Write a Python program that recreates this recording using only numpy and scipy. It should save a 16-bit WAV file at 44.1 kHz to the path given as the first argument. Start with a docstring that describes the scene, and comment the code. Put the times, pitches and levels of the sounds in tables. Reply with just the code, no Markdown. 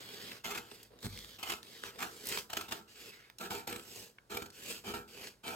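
"""Large scissors cutting stiff pattern paper on a table, close to a stereo microphone in a small room.
Each closing stroke snaps fibres in clumps, which sets the cut edge, the sheet and the table ringing.
Between strokes the blades open and slide on along the paper, and the sheet crinkles. Once the free hand
drops flat on it. The paper is lifted at first; later the lower blade rests on the table."""
import sys
import numpy as np
from scipy import signal
from scipy.fft import rfft, irfft
from scipy.io import wavfile
from scipy.ndimage import map_coordinates

SR = 44100
rng = np.random.default_rng(int(sys.argv[2]) if len(sys.argv) > 2 else 0)


def bounce(signal):
    """Save signal as a 16-bit WAV file at the path given by the first command-line argument."""
    frames = np.transpose(np.atleast_2d(signal))
    limited = np.clip(frames, -1, 1)
    pcm = np.round(limited * 32767).astype(np.int16)
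    wavfile.write(sys.argv[1], SR, pcm)


N = 245005
TIME = np.arange(N) / SR
TAPS = 16384  # samples in an impulse response


def amp(db):
    """Decibels to gain."""
    return 10 ** (np.asarray(db) / 20)


def read(points, hz):
    """A table's value at hz, joined by straight lines on a log axis."""
    f, value = np.transpose(points)
    return np.interp(np.log(hz + 1), np.log(f + 1), value)


def through(x, response):
    """Convolves both streams with a response scaled to unit energy."""
    response = np.atleast_2d(response)
    return signal.oaconvolve(x, response / np.linalg.norm(response[0]), axes=1)[:, :N]


def colour(x, spectrum):
    """Causal filter shaped by (f/Hz, relative level/dB) points, so clicks keep their sharp front."""
    log_gain = np.log(amp(read(spectrum, abs(np.fft.fftfreq(TAPS, 1 / SR)))))
    minimum_phase = np.exp(np.conj(signal.hilbert(log_gain)))
    return through(x, np.fft.ifft(minimum_phase).real)


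def ring(x, modes):
    """A body that answers each push with damped modes."""
    t = TIME[:TAPS]
    response = sum(amp(db) * width * np.exp(-np.pi * width * t) * np.cos(2 * np.pi * hz * t)
                   for hz, width, db in modes)
    return through(x, response)


def resonate(x, hz, width_hz):
    """A resonance of gain 1 that follows the curve hz."""
    turn = np.exp(2j * np.pi * np.cumsum(hz) / SR)
    pole = np.exp(-np.pi * width_hz / SR)
    return 2 * (turn * signal.lfilter([1 - pole], [1, -pole], x / turn)).real


def grains(per_s, spread_db, clump_db, clump_hz, smooth):
    """Tiny snaps of uneven size, in clumps, over smooth friction; two streams of unit power."""
    size = amp(spread_db * np.minimum(rng.exponential(1, N), 4)) * (rng.random(N) < per_s / SR)
    knots = rng.standard_normal(N).clip(-2, 2)
    clumps = amp(clump_db * np.interp(TIME * clump_hz, np.arange(N), knots))
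    snaps = size / (size.std() + 1e-9) * rng.choice([-1, 1], (2, N))
    texture = clumps * (snaps + smooth * rng.standard_normal((2, N)))
    return texture / texture.std()


def swells(pushes):
    """Force over time of pushes that swell and let go."""
    force = np.zeros(N)
    for start, db, rise in pushes:
        progress = np.maximum(TIME - start, 0) / rise
        force += amp(db) * (progress * np.exp(1 - progress)) ** 2
    return force


def current(strokes):
    """For every moment, the time since the latest stroke began and that stroke's other columns."""
    rows = np.array(strokes)
    latest = np.maximum(np.searchsorted(rows[:, 0], TIME) - 1, 0)
    start, *columns = rows[latest].T
    return TIME - start, *columns


def effort(age, rise, fall, swell_db, sag_db, attack_s, stop_db_per_s):
    """A stroke of the hand makes contact, swells to its peak, sags, then stops."""
    contact = np.clip(age / attack_s, 0, 1)
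    rising = np.clip(1 - age / rise, 0, 1)
    falling = np.clip((age - rise) / fall, 0, 1)
    stopped = np.maximum(age - rise - fall, 0)
    return contact * amp(-swell_db * rising - sag_db * falling - stop_db_per_s * stopped)


# the small room's background: f/Hz, relative level/dB
ROOM_TONE = [(20, -9), (35, -21), (55, 3), (80, -17), (110, 0), (200, -12), (450, -10), (1000, -19),
             (3000, -25), (8000, -28), (16000, -34)]

def room_tone():
    """Faint, steady, low noise behind the work at the table."""
    return amp(-71) * colour(rng.standard_normal((2, N)), ROOM_TONE)


# blades or hand sliding over the paper: t/s, rise/s, fall/s, rub level/dB, swell/dB, sag/dB,
# hiss/dB, drone/dB, hollow/dB (these three relative to the rub), hollow start f/Hz, hollow end f/Hz
SLIDES = [(0.0, 0.32, 0.055, -54, 3.1, 5, -3, 0, 2.5, 3260, 2500),
          (0.63, 0.093, 0.14, -62, 8, 7, 0.5, 2, -13, 3300, 3400),
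          (0.9, 0.019, 0.1, -83, 4, -2.5, -7, 19.5, -18, 3500, 3500),
          (1.0, 0.057, 0.013, -52, 23, 10, 6, 8, 12, 3600, 3370),
          (1.085, 0.1, 0.17, -60, 3.2, 3.5, 1, -1.5, 13.5, 3570, 3100),
          (1.624, 0.08, 0.22, -61, 5, -1.5, 0, -0.5, 7.5, 3230, 3100),
          (1.91, 0.054, .02, -63, 14, 6, -1, 8, -9, 3200, 3100),
          (2.09, 0.14, .055, -58, 6.7, -3, 2, 1, -12, 2980, 2800),
          (2.25, 0.087, 0.053, -45, 10.5, 2.5, 2, -1.5, 3, 2500, 2330),
          (2.875, 0.17, 0.05, -58, 12.8, 0.5, 0.5, -1, 9.5, 2770, 2430),
          (3.115, 0.025, 0.16, -63, 1.8, 11, -3, -3.5, 15, 1960, 1820),
          (3.78, 0.2, .095, -58.5, 10.7, 7, 6, 3, 6, 2660, 2750),
          (4.52, 0.19, 0.081, -50.5, 21.5, 12, 5, 1, 13.5, 2580, 2670),
          (5.075, 0.17, 0.046, -55.5, 12, 3.5, 1.5, 2.5, 8, 2550, 2410)]
# the coarse and the fine part of the friction: f/Hz, relative level/dB
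RUB_SPECTRUM = [(200, -21.5), (700, 0), (1100, -0.5), (1600, 3.5), (2100, 4), (2600, 4), (3700, 0.5),
                (4800, 3.5), (5800, -12), (7000, -9.5), (12000, -35)]
HISS_SPECTRUM = [(2500, -37.5), (5000, 0), (6500, 8.5), (7800, 9.5), (9800, -1.5), (11500, 2.5), (13000, 2),
                 (16000, -5.5)]
# the table's modes under a slide: f/Hz, width/Hz, relative level/dB
DRONE_MODES = [(107, 14, -6), (206.5, 105, -4), (350, 130, -6), (370, 120, -11.5), (427.5, 45, 0.5),
               (476.4, 7.8, -9.5)]

def sliding(hollow_width_hz):
    """Steel and skin drag over the paper's grain; the gap below rings and the table drones."""
    age, rise, fall, db, swell_db, sag_db, hiss_db, drone_db, hollow_db, from_hz, to_hz = current(SLIDES)
    pull = amp(db) * effort(age, rise, fall, swell_db, sag_db, attack_s=0.0048, stop_db_per_s=368)
    drag = pull * grains(per_s=3000, spread_db=2, clump_db=1.54, clump_hz=168.6, smooth=1)
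    # the gap's pitch glides with the point of contact
    gap_hz = from_hz + (to_hz - from_hz) * np.clip(age / (rise + fall), 0, 1)
    hollow = resonate(drag * amp(hollow_db), gap_hz, hollow_width_hz)
    hollow = resonate(hollow, gap_hz, hollow_width_hz)
    hiss = colour(drag * amp(hiss_db), HISS_SPECTRUM)
    drone = ring(drag * amp(drone_db), DRONE_MODES)
    return colour(drag, RUB_SPECTRUM) + hollow + hiss + drone + creases(pull)


def creases(pull):
    """The dragged sheet creases now and then, with small dry cracks."""
    cracks = pull * grains(per_s=70, spread_db=4.5, clump_db=3.5, clump_hz=20, smooth=0)
    spectrum = [(300, -19), (1200, -1.5), (3300, -10), (7500, -0.5), (10000, -42), (13000, -19),
                (16000, 0)]
    return amp(-10) * colour(cracks, spectrum)


# sharp crinkles of the sheet, close to the microphone: t/s, level/dB, centre f/Hz, decay/s
CRINKLES = [(0.3172, -42, 2260, 0.0045), (0.7134, -49, 3490, 0.006), (0.8302, -49, 9200, 0.005),
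            (0.989, -55, 3560, .0041), (1.0287, -46, 4000, 0.0025), (1.1274, -51, 4430, .0025),
            (1.176, -39, 3770, 0.00077), (1.1899, -38.5, 3870, 0.0011), (1.2462, -41, 3360, 0.0013),
            (1.6302, -43, 4020, 0.0014), (1.837, -34.5, 1730, 0.0019), (2.257, -42.5, 13400, .0027),
            (2.27, -33.5, 13400, 0.003), (2.288, -35, 12300, 0.0064), (2.3244, -30.5, 2480, 0.001),
            (2.3744, -30, 2430, 0.0027), (2.387, -35.5, 3600, 0.0021), (3.3, -48, 1810, 0.0022),
            (3.3855, -43, 6940, 0.0041), (3.7962, -45, 2600, 0.0033), (4.503, -49, 4740, .0038),
            (5.2712, -44, 3030, 0.0043)]

def crinkles(crack_db, low_db, high_db):
    """Each crinkle is one sharp crack and a burst dying in milliseconds, in a broad band of its own."""
    out = np.zeros((2, N))
    t = TIME[:2048]
    for start, db, hz, decay in CRINKLES:
        burst = np.exp(-t / decay) * rng.standard_normal((2, len(t)))
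        burst[:, 0] += amp(crack_db) * rng.choice([-1, 1], size=2)
        tick = colour(amp(db) * burst, [(hz / 8, low_db), (hz / 2, -5), (hz, 0), (hz * 4, high_db)])
        slot = out[:, round(start * SR):][:, :tick.shape[1]]
        slot += tick[:, :slot.shape[1]]
    return out


# closing strokes, close to the microphone: t/s, rise/s, fall/s, crunch level/dB, sag/dB,
# then relative to the crunch: sheet/dB, table/dB, boom/dB, cut edge/dB
CUTS = [(0.435, 0.016, 0.15, -47, 11.5, -2.5, -5, -15.5, -5.5),
        (1.382, .004, 0.036, -53, 6.5, -11, -5.5, -25, -7),
        (1.426, 0.078, 0.033, -47, 4.5, -3.5, -8.5, -20, -0.5),
        (1.832, 0.024, 0.033, -48.5, 7, -18, -8, -14, -26),
        (1.982, 0.049, 0.036, -44.5, 6.5, -5, -5.5, -18, -43),
        (2.49, 0.089, .065, -51.5, 6.5, -2.5, -7.5, -13.5, -12.5),
        (2.703, 0.011, 0.073, -47.5, 13, -2.5, -1, -21, -11),
        (3.39, 0.016, 0.052, -54, -0.5, 5, 1.5, -12, -13),
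        (3.497, 0.0099, 0.088, -47.5, 9.5, 5.5, 2.5, -15, -7),
        (3.669, .003, 0.12, -46.5, 15.5, -.5, 1, -10.5, -26),
        (4.294, 0.023, .145, -50.5, 17, 4, 1.5, -8.5, -11),
        (4.835, 0.047, 0.032, -52, 2.5, 3.5, 4.5, -5, 3.5), (4.932, 0.004, 0.041, -52, 5.5, 7, 8, -3.5, -8),
        (5.431, 0.043, 0.075, -52, 7.5, 8, 2.5, -6, 2.5)]
# clumps of fibres giving way: t/s, level/dB, rise/s
TEARS = [(0.4445, -44, 0.0018), (0.4518, -45.5, 0.0045), (0.5013, -44, 0.01), (0.5175, -62, 0.0015),
         (0.545, -42.5, 0.0085), (0.572, -44.5, 0.0082), (1.4265, -42.5, 0.0063), (1.4802, -50, 0.0016),
         (1.4955, -39.5, 0.0059), (1.5173, -42, 0.0052), (1.5346, -46, 0.0029), (1.984, -46.5, 0.0065),
         (2.0041, -43, 0.0023), (2.0226, -38, 0.0054), (2.4976, -47, 0.0052), (2.53, -37.5, 0.0038),
         (2.567, -37, 0.0049), (2.609, -40.5, .004), (2.68, -51, 0.0086), (2.7176, -40, 0.0068),
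         (3.4066, -49, 0.0057), (3.5066, -41.5, 0.0012), (3.5473, -48, 0.0041), (3.672, -41, .0035),
         (3.697, -47, 0.0026), (3.7248, -42, .003), (3.759, -45.5, 0.0035), (4.343, -45.5, 0.0057),
         (4.368, -41.5, 0.0042), (4.4175, -49.5, 0.0066), (4.4556, -57, 0.0066), (4.9358, -53, 0.0062),
         (5.4794, -43.5, 0.001)]
# snapping fibres, with the paper lifted and with the blade resting: f/Hz, relative level/dB
LIFTED_SNAP = [(200, -19), (1000, 1), (1800, -2), (2300, -1.5), (2850, 0.5), (3700, -6), (5500, -9),
               (7500, -6), (9800, -18.5), (12800, -8.5), (16000, -19.5)]
RESTING_SNAP = [(200, -41), (1000, 4), (1900, -2.5), (2350, 8), (3000, -2), (3700, -2), (5500, -9),
                (7700, -0.5), (9800, -17), (12800, -1.5), (16000, -19)]
# modes of the cut edge (lifted, resting), the sheet and the table: f/Hz, width/Hz, relative level/dB
LIFTED_EDGE = [(2100, 39, 4), (2576, 190, 3), (2930, 110, -26), (2950, 70, 2), (3270, 26, -9)]
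RESTING_EDGE = [(2322, 46, 11), (2417, 70, -6), (2570, 73, -31), (3040, 35, 11.5), (3110, 31, -44)]
SHEET_MODES = [(675.7, 56, 2.5), (779, 81, 4), (887, 36, 5), (880, 29, -41), (1202, 32, -5), (1286, 45, 1),
               (1349, 14, 5), (1507, 4, 1), (1588, 7.9, -7)]
TABLE_MODES = [(100.4, 26, -2.5), (148, 12, -23), (183.4, 9.9, -3.5), (213, 27, 4.5), (232.2, 54, 0.5),
               (336.5, 26.4, 3), (356, 37, -12), (406, 26.6, 4), (472.2, 11.7, 2)]

def cutting(when, snap_spectrum, edge_modes, bass_db):
    """Fibres snap under the closing blades and shake the cut edge, the sheet and the table below."""
    age, rise, fall, db, sag_db, sheet_db, table_db, boom_db, edge_db = current(CUTS)
    bite = effort(age, rise, fall, swell_db=11.5, sag_db=sag_db, attack_s=0.0091, stop_db_per_s=288)
    crunch = when * amp(db) * bite
    tears = when * swells(TEARS)
    fibres = grains(per_s=6000, spread_db=2, clump_db=-0.5, clump_hz=329, smooth=0.16)
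    snaps = np.hypot(crunch, tears) * fibres
    load = np.hypot(crunch, 0.6 * tears) * fibres  # the heavy parts feel a sudden tear less
    edge = ring(snaps * amp(edge_db), edge_modes)
    sheet = ring(load * amp(sheet_db), SHEET_MODES)
    growth_db, closing_s = 8, 0.17  # the table takes more of the force as the blades close
    press = load * amp(growth_db * np.clip(age / closing_s, 0, 1))
    contact = [(180, bass_db), (330, 0)]  # a resting blade drives the table's low modes harder
    driven_modes = [(hz, width, level + read(contact, hz)) for hz, width, level in TABLE_MODES[2:]]
    table = ring(press * amp(table_db), driven_modes)
    boom = ring(press * amp(boom_db), TABLE_MODES[:2])  # the deepest two depend on where the blade stands
    return colour(snaps, snap_spectrum) + edge + sheet + table + boom


# scissors and fingers bumping the table, and the blades clacking as the scissors open fully: t/s, level/dB,
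# rise/s
TABLE_BUMPS = [(.7135, -54, 0.0045), (1.837, -44.5, 0.0011), (1.877, -68, 0.0035)]
BLADE_KNOCKS = [(4.1835, -57.5, 0.002)]
# the steel's modes: f/Hz, width/Hz, relative level/dB
BLADE_MODES = [(1390, 540, 0), (1630, 340, -5.5), (2200, 180, 3), (2840, 350, -20)]

def knocks():
    """A short chatter of contact, muffled by the paper, rings the table or the blade."""
    chatter = colour(rng.standard_normal((2, N)), [(100, -2), (3000, 9), (6000, -11), (16000, -28)])
    table = ring(swells(TABLE_BUMPS) * chatter, TABLE_MODES)
    blade = ring(swells(BLADE_KNOCKS) * chatter, BLADE_MODES)
    return table + blade


# fingers and palm landing on the sheet: t/s, level/dB, rise/s
HAND_PATS = [(1.036, -65, 0.0047), (1.0455, -35, 0.0019), (1.0555, -34, 0.0012), (1.065, -33, 0.00173),
             (1.155, -47, 0.0055)]
# the table top's modes under the hand: f/Hz, width/Hz, relative level/dB
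THUD_MODES = [(53, 2, 4), (77.4, 13, -13), (99.8, 6.5, 3), (123, 13, -8), (163, 30, 7), (195, 29, -5),
              (235.5, 31, 11.5), (335, 60, -6), (390, 45, 3)]

def hand(thud_db, slap_db):
    """Each soft blow of the hand pushes the table top; the paper slaps under it."""
    push = swells(HAND_PATS)
    thud = ring(np.array([push, np.zeros(N)]), THUD_MODES)  # in the mid stream, which both capsules share
    slap_spectrum = [(100, 14.5), (900, -2.5), (3500, -9.5), (9000, -16), (16000, -29)]
    slap = colour(push * rng.standard_normal((2, N)), slap_spectrum)
    return amp(thud_db) * thud + amp(slap_db) * slap


def flex(x, patchy_db, patch_hz, patch_s):
    """The sheet bends as it is handled, so its many high resonances come and go."""
    hz, t, spectra = signal.stft(x, SR, nperseg=512, noverlap=384)
    place = np.meshgrid(hz / patch_hz, t / patch_s, indexing="ij")
    fields = rng.standard_normal((2, 256, 256))
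    patches = np.array([map_coordinates(field, place, order=1, mode="wrap") for field in fields])
    gain = amp(patchy_db * patches * np.minimum(hz / 1500, 1)[:, None])
    gain /= np.sqrt(np.mean(gain ** 2, axis=2, keepdims=True))
    return signal.istft(spectra * gain, SR, nperseg=512, noverlap=384)[1][:, :N]


# reverberation of the small room: f/Hz, time to fall by 60 dB/s
ROOM_T60 = [(100, 0.82), (450, 0.31), (900, 0.3), (1450, 0.42), (2100, 0.063), (4000, 0.22), (14000, 0.28)]

def room(x):
    """Sparse reflections of random sign follow after 5 ms and linger longest in the bass."""
    signs = rng.choice([-1., 1.], (2, TAPS))
    arrivals = (rng.random((2, TAPS)) < 3000 / SR) * (TIME[:TAPS] > 0.005)
    hz, t, spectra = signal.stft(signs * arrivals, SR, nperseg=256)
    decay = amp(-60 * t / read(ROOM_T60, hz)[:, None])
    return through(x, signal.istft(spectra * decay, SR, nperseg=256)[1])


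# the stereo microphone close to the scissors: f/Hz, left-right likeness (-1 to 1)
MIC_LIKENESS = [(50, 1), (150, 0.75), (300, 0.97), (600, 0.54), (900, 0.4), (1400, -0.32), (2300, 0.66),
                (3500, 0), (5500, -0.15), (7200, 0.95), (9000, 0.77), (16000, .7)]
# its balance: f/Hz, left minus right level/dB
MIC_BALANCE = [(60, 2), (250, -1.5), (1000, -1.5), (2000, -0.5), (7500, -1.5), (8900, 4.5), (10500, -3),
               (13200, -8), (15800, -3)]

def microphone(x, lead_share):
    """Mid, which both capsules share, and side, which differs between them, become left and right."""
    hz = np.fft.rfftfreq(2 * N, 1 / SR)
    likeness = np.clip(read(MIC_LIKENESS, hz), -0.9, 0.99)
    mid, side = rfft(x, 2 * N)
    lead = lead_share / (1 + (hz / 5500) ** 4)  # below the treble the left capsule hears it first
    width = np.sqrt((1 - likeness) / (1 + likeness))
    side = (1j * lead * mid + np.sqrt(1 - lead ** 2) * side) * width
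    lean = amp(read(MIC_BALANCE, hz) / 2)
    return irfft(np.array([(mid + side) * lean, (mid - side) / lean]))[:, :N]


def scene():
    """Scissors, paper and hand on the table close to the microphone, with the small room behind."""
    lifted = TIME < 3.0  # after this the lower blade rests on the table
    paper = cutting(lifted, LIFTED_SNAP, LIFTED_EDGE, bass_db=-9)
    paper += cutting(~lifted, RESTING_SNAP, RESTING_EDGE, bass_db=-6)
    paper += sliding(hollow_width_hz=1000)
    paper += crinkles(crack_db=10.5, low_db=-13, high_db=-18.5)
    near = flex(paper, patchy_db=4, patch_hz=199.7, patch_s=0.045)
    near += hand(thud_db=-9, slap_db=-5.5) + knocks()
    return microphone(near + room_tone() + amp(-11) * room(near), lead_share=0.54)


def record(dry):
    """The recorder's rumble filter at 40 Hz and band limit at 16.1 kHz."""
    rumble_filter = signal.butter(2, 40, "highpass", fs=SR, output="sos")
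    band_limit = signal.firwin(511, 16100, window=("kaiser", 9), fs=SR)
    return signal.oaconvolve(signal.sosfilt(rumble_filter, dry), band_limit[None], "same")


dry = scene()
out = record(dry)
bounce(out)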